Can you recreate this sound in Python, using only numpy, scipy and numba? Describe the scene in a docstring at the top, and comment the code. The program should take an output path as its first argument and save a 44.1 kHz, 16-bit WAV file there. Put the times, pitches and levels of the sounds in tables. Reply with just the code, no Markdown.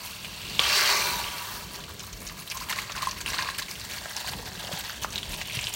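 """A kitchen, close up: hot water pours from a kettle into a steel pot holding meat and potatoes.
The stream breaks into drops that patter and spray, drums for a second on the bare steel, then
gurgles and plops as trapped air rings in the rising pool. The pot rings faintly along with it;
a steady hiss of steam and a low room rumble lie underneath."""
import sys
import numpy as np
from scipy import signal
from scipy.fft import rfft, irfft
from scipy.io import wavfile
from scipy.ndimage import uniform_filter1d
from numba import njit

SR = 44100
rng = np.random.default_rng(int(sys.argv[2]) if len(sys.argv) > 2 else 0)


def to_wav(s):
    """Save 16-bit WAV."""
    ch = np.atleast_2d(s).T  # columns
    pcm = np.round(np.clip(ch, -1, 1) * 32767)  # PCM
    wavfile.write(sys.argv[1], SR, pcm.astype(np.int16))


N = 253575


def undb(db):
    return 10 ** (np.asarray(db) / 20)


def level(x, db):
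    """Set the rms level."""
    return x * undb(db) / np.sqrt(np.mean(x ** 2))


def curves(t, table):
    """One automation curve for each column after the time."""
    s, *columns = np.transpose(table)
    return [np.interp(t, s, column) for column in columns]


def band(x, hz, width):
    """A resonance with gain 1 at its centre."""
    return signal.lfilter(*signal.iirpeak(hz, hz / width, SR), x)


@njit
def swept_band(x, hz, width):
    """State-variable band-pass whose centre moves."""
    y, band_state, low_state = np.empty(len(x)), 0., 0.
    for i in range(len(x)):
        g, damping = np.tan(np.pi * hz[i] / SR), width / hz[i]
        v = (band_state + g * (x[i] - low_state)) / (1 + g * (g + damping))
        band_state, low_state = 2 * v - band_state, low_state + 2 * g * v
        y[i] = damping * v
    return y


def colour(x, table):
    """Minimum-phase EQ through (f/Hz, gain/dB) points."""
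    hz, db = np.transpose(table)
    bin_hz = np.fft.rfftfreq(2048, 1 / SR)
    log_gain = np.interp(np.log(bin_hz + 1), np.log(hz), db) * np.log(10) / 20
    cepstrum = irfft(log_gain) * np.r_[1, 2 * np.ones(1023), 1, np.zeros(1023)]
    return signal.fftconvolve(x, irfft(np.exp(rfft(cepstrum))))[:N]


def walk(rate):
    """Random modulator: a new value every 1 / rate s, slewed; spread 1."""
    hold = int(SR / rate)
    steps = np.repeat(rng.standard_normal(N // 50), hold)[:N]
    slewed = uniform_filter1d(steps, hold)
    return slewed / slewed.std()


@njit
def grains(at, hz, cycles, size, glide, rise):
    """Damped tones with an attack of `rise` cycles; pitch glides up as a bubble nears the surface."""
    out = np.zeros(N)
    for k in range(len(at)):
        decay = np.exp(-2 * hz[k] / (cycles[k] * SR))
        attack = np.exp(-hz[k] / (rise * SR))
        bend = 1 + glide * (1 - decay)
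        step = 2 * np.pi * hz[k] / SR
        phase, amp, muted, i = 0., size[k], 1., int(at[k])
        while amp > .003 * size[k] and i < N:
            out[i] += amp * (1 - muted) * np.sin(phase)
            phase, step = phase + step, min(step * bend, 2.8)
            amp, muted = amp * decay, muted * attack
            i += 1
    return out


def shower(count, hz, octaves, cycles, scatter_db, glide):
    """A cloud of grains around a centre pitch, most small and a few larger; rms near 1 throughout."""
    when, pitch, weight, length = rng.random((count, 4)).T
    at = (when * N).astype(np.int64)
    hz = np.minimum(np.broadcast_to(hz, N)[at] * 2 ** (octaves * (pitch - .5)), .4 * SR)
    db = np.broadcast_to(scatter_db, N)[at] * np.minimum(-np.log(1 - weight), 4.5)
    cloud = grains(at, hz, cycles * (.5 + length), undb(db) * np.sqrt(hz), glide, rise=.25)
    return cloud / np.sqrt(uniform_filter1d(cloud ** 2, SR // 2) + 1e-12)


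# EQ of the patter, shared by steam and drop spray: f/Hz, gain/dB
WATER_EQ = [(300, -28.5), (390, 0.5), (613, 0.5), (959, -3.5), (1320, -5.5), (1650, -0.5), (2200, 2.5),
            (4380, 4.5), (10600, -1.5), (14500, -3.5), (16000, 3)]
# the air in the pot: t/s, resonance f/Hz, its level/dB against the patter, notch f/Hz
POT_AIR = [(0, 4400, -21, 1870), (.58, 4200, -12.5, 1780), (.75, 4440, -9, 3800), (1.3, 4070, -11.5, 3160),
           (1.598, 4420, -17.5, 1890), (2.5, 4260, -18, 3650), (3.6, 4130, -15.5, 3800),
           (4.1, 3800, -26, 2220), (4.3, 4460, -12, 2340), (4.5, 3860, -25, 2330), (4.95, 3480, -14, 2360),
           (5.1, 3800, -20, 1910), (5.4, 3560, -17.5, 1620), (5.6, 3120, -9.5, 1610),
           (5.75, 3320, -17, 1600)]


def patter(t, torn, hiss, droplet_hz):
    """Tiny impacts and ringing droplets, coloured by the hollow of the pot."""
    drips = shower(count=12000, hz=2700, octaves=3.535, cycles=7., scatter_db=3.4 * torn, glide=.059)
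    droplets = shower(count=5000, hz=droplet_hz, octaves=.54, cycles=1.66,
                      scatter_db=6.8 * torn, glide=.019)
    droplets += level(swept_band(hiss, droplet_hz, width=520.), -1)  # the hollow rings with them
    wash = level(colour(drips + .47 * hiss, WATER_EQ), -3) + undb(-11.5 - 4 * torn) * droplets
    air_hz, air_db, notch_hz = curves(t, POT_AIR)
    air = swept_band(drips + hiss, air_hz, width=1260.)
    air = swept_band(air, air_hz, width=2520.)
    return wash - .4 * swept_band(wash, notch_hz, width=700.) + level(air, air_db)


def gurgle(torn, pocket_hz):
    """Rising bubbles ring the narrow resonance of the air pocket under the stream."""
    bubbles = shower(count=2000, hz=pocket_hz, octaves=.55, cycles=7.1,
                     scatter_db=6.8 * torn, glide=.189)
    return level(swept_band(bubbles, pocket_hz, width=10.5) + .7 * bubbles, -5.5)


def spray(torn, hiss):
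    """The finest droplets sizzle at the top end."""
    mist = shower(count=9000, hz=10030, octaves=2.06, cycles=7, scatter_db=6.5 * torn, glide=.01)
    low_cut = signal.butter(2, 7000, "high", fs=SR, output="sos")
    return level(signal.sosfilt(low_cut, mist + .34 * hiss), -.082)


# the stream: t/s, patter level/dB, gurgle and spray level/dB against it, droplet f/Hz, air pocket f/Hz
FLOW = [(0, -39.5, -6, -4.5, 2540, 977), (0.301, -41, -9.5, -18, 2870, 1080),
        (.585, -36.5, -12, -20, 2880, 1050), (.6, -29.5, -4, -23, 2780, 1200),
        (.78, -23.5, -12, -15, 2180, 1210), (.9, -25.5, -6, -18, 1960, 966),
        (1.05, -30.5, -2, -5, 2400, 965), (1.3, -40, -1, -4.5, 2170, 976),
        (1.6, -38.5, 1.5, -2.5, 1700, 958), (1.7, -44.5, -5.5, -10, 1680, 974),
        (2.45, -45.5, -2, -4, 2600, 1033), (3.0, -34.5, -3.5, -19, 1790, 1070),
        (3.2, -45, -9, -11, 1710, 1050), (3.4, -34.5, -1.5, -16, 1800, 1117),
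        (3.75, -41, -15, -5.5, 2350, 1064), (4.0, -38.5, -13, -15, 1690, 737),
        (4.3, -38.5, -6.5, -11.5, 1860, 826), (4.43, -39.5, -4, -13, 1860, 815),
        (4.55, -37.5, -10.5, -19, 1680, 751), (4.7, -36.5, -6.5, -11.5, 1570, 674),
        (4.98, -36, -32, -14.5, 1750, 920), (5.1, -41.5, -3, -11.5, 3100, 935),
        (5.6, -33, -29, -13, 2880, 783), (5.75, -39.5, -9, -4, 3120, 740)]
# how ragged the stream is: t/s, amount (0 whole, 1 torn)
RAGGEDNESS = [(0, 0.35), (.7, 0), (1.6, 0.12), (1.72, 0.73), (2.5, 0.68), (3.6, 0.78), (4.0, 0.51),
              (5.3, 0.84), (5.5, 0.78), (5.75, 0.92)]


def pour(t):
    """The stream's mix: a torn stream falls in clumps of uneven drops, a whole one hisses smoothly."""
    flow_db, gurgle_db, spray_db, droplet_hz, pocket_hz = curves(t, FLOW)
    torn, = curves(t, RAGGEDNESS)
    surge_db = splashes(t)
    clump_db = torn * (1.2 * walk(rate=22) + 3.64 * walk(rate=60))
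    hiss = rng.standard_normal(N) * (1.7 - torn)
    impacts = patter(t, torn, hiss, droplet_hz)
    bubbles = gurgle(torn, pocket_hz)
    mist = spray(torn, hiss)
    impacts += churn(t)
    sizzle_db = np.minimum(3.1 * clump_db + 4 * torn * walk(rate=30), 7)
    return undb(flow_db) * (impacts * undb(surge_db + clump_db)
                            + bubbles * undb(gurgle_db + .3 * surge_db + .93 * clump_db)
                            + mist * undb(spray_db + .92 * surge_db + sizzle_db))


def steam():
    """A steady bed of hiss from the steam and the room."""
    return level(colour(rng.standard_normal(N), WATER_EQ), -49.5)


# resonances of the pot, the last row a notch: f/Hz, width/Hz, relative level/dB
POT_RESONANCES = [(613, 23, 0), (735, 10.7, 1), (966, 30, -1.5), (1152, 24, -8.5), (1639, 45, -2),
                  (2710, 180, -8), (4530, 176, -7), (4910, 330, -9)]


def pot_ring(stream):
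    """The pot rings faintly with the water that falls into it."""
    *rings, notch = [undb(db) * band(stream, hz, width) for hz, width, db in POT_RESONANCES]
    return undb(.5) * (sum(rings) - notch)


# EQ of the room tone: f/Hz, gain/dB
RUMBLE_EQ = [(15, -14), (25, -3.5), (59, 4.5), (102, -2.5), (194, 1), (253, -9.5), (418, -8.5), (487, -12),
             (700, -12), (910, -53), (1540, -120)]
# slow rise of the room tone: t/s, level/dB
RUMBLE_LEVEL = [(0, -48), (1.9, -48), (2.5, -46), (4, -47), (5.75, -46)]
# dull thumps, perhaps steam on the microphone: t/s, level/dB, f/Hz
LOW_THUMPS = [(2.122, -31, 44.6), (2.26, -35, 44), (4.32, -31.5, 106), (4.733, -26.5, 168),
              (5.279, -27, 38.7), (5.571, -23.5, 120), (5.652, -31, 126)]


def rumble(t):
    """Wavering low room tone, a faint mains hum and a few thumps."""
    s, db, hz = np.transpose(LOW_THUMPS)
    thumps = grains(s * SR, hz, np.full(len(s), 2.5), undb(db), glide=0., rise=.03)
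    tone_db = curves(t, RUMBLE_LEVEL)[0] + 2.66 * walk(rate=9.3)
    hum = level(band(rng.standard_normal(N), hz=100.6, width=4.8), -55)
    return level(colour(rng.standard_normal(N), RUMBLE_EQ), tone_db) + hum + thumps


# heavier slugs of water landing at once: t/s, boost/dB, hold/s
SLUGS = [(0.245, 4, 0.0079), (.758, 1, 0.024), (.888, 3, 0.031), (2.273, -3, 0.028), (2.508, 4, 0.0074),
         (2.553, 4, 0.067), (2.696, 8, 0.012), (2.76, 7, 0.026), (2.962, 0, 0.022), (3.021, 6, 0.071),
         (3.107, 2, 0.023), (3.206, 12, 0.01), (3.262, 5.5, 0.061), (3.333, 10, 0.015), (3.379, 5.5, 0.073),
         (3.586, 6, 0.0089), (3.89, 3, 0.049), (4.195, 4, 0.024), (4.241, 8, 0.048), (5.02, 5, 0.016),
         (5.136, 6.5, 0.025), (5.408, 7.5, 0.0084)]
# short breaks in the stream: t/s, cut/dB, hold/s
STREAM_BREAKS = [(2.53, 5, 0.0099), (2.65, 7, 0.036), (2.93, 7, 0.026), (3.155, 2, 0.022),
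                 (3.228, 0, 0.024), (3.64, 2, 0.044), (4.355, 5, 0.028), (4.41, 6, 0.038), (4.49, 3, 0.028),
                 (4.698, 6, 0.018), (4.865, 0, 0.022), (5.07, 4, 0.052), (5.36, 0.5, 0.072),
                 (5.705, 7, 0.019)]


def splashes(t):
    """Gain ride in dB: a slug hits fast and lets go; a break fades out and ends as water lands again."""
    def envelope(rows, attack, release):
        return np.max([np.interp(t, [s - attack, s, s + hold, s + hold + release], [0, db, db, 0])
                       for s, db, hold in rows], axis=0)
    fast_s, slow_s = .0022, .018
    return envelope(SLUGS, fast_s, slow_s) - envelope(STREAM_BREAKS, slow_s, fast_s)


# single drops and slaps: t/s, level/dB, f/Hz
DROP_HITS = [(0.247, -19, 2770), (0.4972, -20, 4400), (0.5937, 3, 3220), (0.5963, -14, 3200),
             (0.765, -7, 4850), (0.89, -24, 5360), (0.9037, -10, 4550), (0.973, -12, 5900),
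             (1.242, -19, 2640), (1.3824, -18, 4300), (1.449, -26, 3430), (1.742, -24, 4200),
             (1.804, -24, 3800), (1.8388, -23, 3050), (1.9035, -38, 3420), (1.995, -17, 6340),
             (2.003, -23, 5360), (2.1295, -20, 6300), (2.2672, -20, 5650), (2.2744, -22, 6350),
             (2.287, -32, 4760), (2.296, -28, 1890), (2.4755, -24.5, 3800), (2.5007, -13, 5500),
             (2.5133, -14, 4700), (2.515, -23, 2530), (2.572, -13.5, 6300), (2.6026, -21, 4100),
             (2.697, -22, 2100), (2.703, -19, 8150), (2.711, -23, 7050), (2.726, -13, 3420),
             (2.727, -19, 1500), (2.744, -37, 2500), (2.7884, -16.5, 2010), (2.816, -29, 3500),
             (2.841, -30, 1960), (2.896, -22, 2430), (2.9203, -16, 5930), (2.952, -24, 1500),
             (2.9787, -18, 2620), (3.0285, -26, 4500), (3.071, -17, 9800), (3.112, -11, 5870),
             (3.1836, -21, 14900), (3.213, -12.5, 6600), (3.261, -12, 2670), (3.279, -15, 2550),
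             (3.2906, -20, 8400), (3.302, -13, 5600), (3.346, -17, 4370), (3.3844, -9, 4050),
             (3.3889, -16, 1663), (3.424, -10, 4070), (3.456, -27, 4030), (3.478, -23, 4300),
             (3.488, -18, 1730), (3.5, -21, 4200), (3.547, -22, 2620), (3.5845, -7.5, 9600),
             (3.623, -14, 3860), (3.682, -24, 2300), (3.7123, -14, 5280), (3.755, -23, 2990),
             (3.7861, -37, 3400), (3.814, -21, 4200), (3.8507, -18.5, 7140), (3.899, -18, 15350),
             (3.911, -24, 2620), (3.935, -25, 2500), (3.982, -18.5, 4450), (4.057, -23, 1570),
             (4.166, -8, 5600), (4.335, -18, 3170), (4.393, -33, 1660), (4.457, -23, 5300),
             (4.517, -32.5, 1610), (4.575, -32, 2900), (4.6037, -23, 3880), (4.6325, -27, 3620),
             (4.774, -18.5, 3900), (4.809, -20, 3410), (4.851, -28, 1640), (4.896, -22, 1500),
             (4.959, -34, 3430), (5.0354, -12.5, 6240), (5.0456, -14.5, 1360), (5.1045, -21.5, 5990),
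             (5.125, -22, 3960), (5.1578, -9.5, 3650), (5.1797, -10, 3720), (5.2302, -15, 3270),
             (5.345, -15, 8500), (5.414, -19, 2070), (5.455, -22, 3470), (5.498, -19, 2320),
             (5.508, -24, 2700), (5.542, -22, 4000), (5.548, -22, 3120), (5.5705, -15, 4030),
             (5.5906, -12, 2590), (5.612, -16, 7400), (5.6276, -20, 3100), (5.642, -15, 4900),
             (5.658, -17, 8000), (5.6699, -11, 3300), (5.694, -19, 9100), (5.699, -39, 3020),
             (5.724, -28, 2800)]


def drops():
    """Each drop rings at its own pitch, ticks as it bursts and throws a short spray around that pitch."""
    s, db, hz = np.transpose(DROP_HITS)
    at = (s * SR).astype(np.int64)
    cycles = 3 * (3000 / hz) ** .25  # big, low bubbles ring for more cycles
    rings = grains(at, hz, cycles, undb(db + 5), glide=.02, rise=.9)
    tick_db = db - 14.5 + 13 * np.log2(hz / 4000)  # high drops tick harder
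    tick_hz = 4000 * 4 ** rng.random(len(s))
    ticks = grains(at + .6 * SR / hz, tick_hz, np.ones(len(s)), undb(tick_db), glide=0., rise=.3)
    envelope = np.zeros(N)
    envelope[at] = undb(-23 + .5 * db)
    for lag_s in (.001, .007):  # attack and decay of the spray
        envelope = signal.lfilter([1], [1, -np.exp(-1 / (lag_s * SR))], envelope)
    spatter = shower(count=20000, hz=3680, octaves=3.72, cycles=5.4, scatter_db=-1.5, glide=.059)
    spatter = colour(spatter, WATER_EQ)
    latest_drop = np.maximum(np.searchsorted(at, np.arange(N), "right") - 1, 0)
    spatter = level(spatter, -2.1) + level(swept_band(spatter, hz[latest_drop], width=480.), -5)
    return rings + ticks + envelope * spatter / (.0013 * SR)


# air pockets closing: t/s, level/dB, f/Hz, decay/cycles
AIR_PLOPS = [(.5935, -15.5, 1050, 3), (.594, -20, 477, 2.2), (2.551, -35, 1055, 14),
             (2.567, -29.5, 1010, 5.8), (2.612, -37, 1020, 19), (2.707, -33, 1015, 16),
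             (2.766, -32, 1120, 12), (2.785, -26.5, 1100, 7.5), (2.952, -52, 1000, 7.7),
             (2.966, -30, 1090, 6.6), (3.011, -27, 1210, 4.6), (3.028, -21, 1080, 8.1),
             (3.071, -17.5, 1040, 9.6), (3.288, -31, 1070, 9.6), (3.342, -27, 1110, 7.3),
             (3.389, -26, 1045, 16), (3.423, -28, 1024, 10), (3.468, -32, 1090, 13),
             (3.488, -24, 1070, 7.6), (3.617, -34.5, 1075, 13), (4.057, -28, 644, 3.2),
             (4.245, -28.5, 940, 6.8), (4.335, -33, 955, 7), (4.394, -34, 467, 5.3), (4.639, -31.5, 554, 4),
             (4.692, -20, 690, 1.7), (4.714, -28.5, 577, 4.1), (4.773, -33, 810, 6.3),
             (5.043, -29, 1270, 3.2), (5.047, -10.5, 880, 1.4)]


def plops():
    """Large bubbles ring for a few low cycles and bend slightly upward."""
    s, db, hz, cycles = np.transpose(AIR_PLOPS)
    return grains(s * SR, hz, cycles, undb(db + 5), glide=.0053, rise=.85)


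# pot wall modes: f/Hz, width/Hz, relative level/dB, t/s when the wandering stream drives each best
WALL_MODES = [(409, 29, -11, 0.915), (620, 60, -14.5, 1.04), (962, 22, -5, 1.23), (1156, 20, -0.5, 0.77),
              (1480, 40, -7.5, 1.06), (1580, 150, 0, 0.91), (2180, 150, -11, 0.58), (2340, 68, -1, 1.04),
              (2780, 180, 6, 0.64), (3160, 210, 7.5, 0.76), (3900, 640, 1, 1.14), (4620, 240, -1, 0.68),
              (5340, 330, 7, 0.825), (5820, 210, 1, 0.97)]


def steel_drumming(t):
    """Impacts on bare steel ring the wall: a knock, a swell, then a fade as the pool covers the metal."""
    start_s, peak_s, knock_s, fade_db_per_s = .5945, 1, .004, 16.5
    drum_db = np.interp(t, [start_s, peak_s], [-38, -36.5]) - fade_db_per_s * np.maximum(t - peak_s, 0)
    knock_db = 13 * np.clip(1 - (t - start_s) / knock_s, 0, 1)
    blows = shower(count=30000, hz=1810, octaves=4.7, cycles=3., scatter_db=3., glide=0.)
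    blows *= undb(drum_db + knock_db) * (t >= start_s)
    wall = np.zeros(N)
    for hz, width, db, best_s in WALL_MODES:
        flicker_db = 3.5 * walk(rate=14.48)  # each mode comes and goes on its own
        wander_loss_db = np.minimum(6 * ((t - best_s) / .19) ** 2, 12)
        drive = blows * undb(flicker_db - wander_loss_db)
        wall += undb(db) * np.sqrt(50 / width) * band(drive, hz, width)
    return undb(17.5) * wall


def churn(t):
    """Low bubbles fade in as the deeper pool churns."""
    start_s, fade_s = 3.2, .13
    bubbles = shower(count=1500, hz=594, octaves=.62, cycles=8.1, scatter_db=6., glide=.123)
    return bubbles * undb(-28) * np.clip((t - start_s) / fade_s, 0, 1)


def room(x):
    """The direct sound plus a short tiled-kitchen tail."""
    t60_s, predelay_s, wet_db = .46, .004, -10.5
    t = np.arange(SR // 2) / SR
    tail = rng.standard_normal(len(t)) * 1000 ** (-t / t60_s) * (t > predelay_s)
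    impulse = level(tail, wet_db) / np.sqrt(len(t))
    impulse[0] = 1
    return signal.fftconvolve(x, impulse)[:N]


def scene():
    """Mono mix: water and pot in the kitchen reverb, over the rumble."""
    t = np.arange(N) / SR
    stream = steam() + pour(t)
    pot = stream + pot_ring(stream) + drops() + plops() + steel_drumming(t)
    return (room(pot) + rumble(t))[None]


def record(dry):
    """The microphone has a dip in the treble and loses the lowest bass; the phone cuts the top."""
    dipped = dry - .74 * band(dry, hz=10430, width=430)
    low_cut = signal.butter(4, 40, "high", fs=SR, output="sos")
    high_cut = signal.ellip(10, .2, 75, 15800, fs=SR, output="sos")
    return signal.sosfilt(high_cut, signal.sosfilt(low_cut, dipped))


dry = scene()
out = record(dry)
to_wav(out)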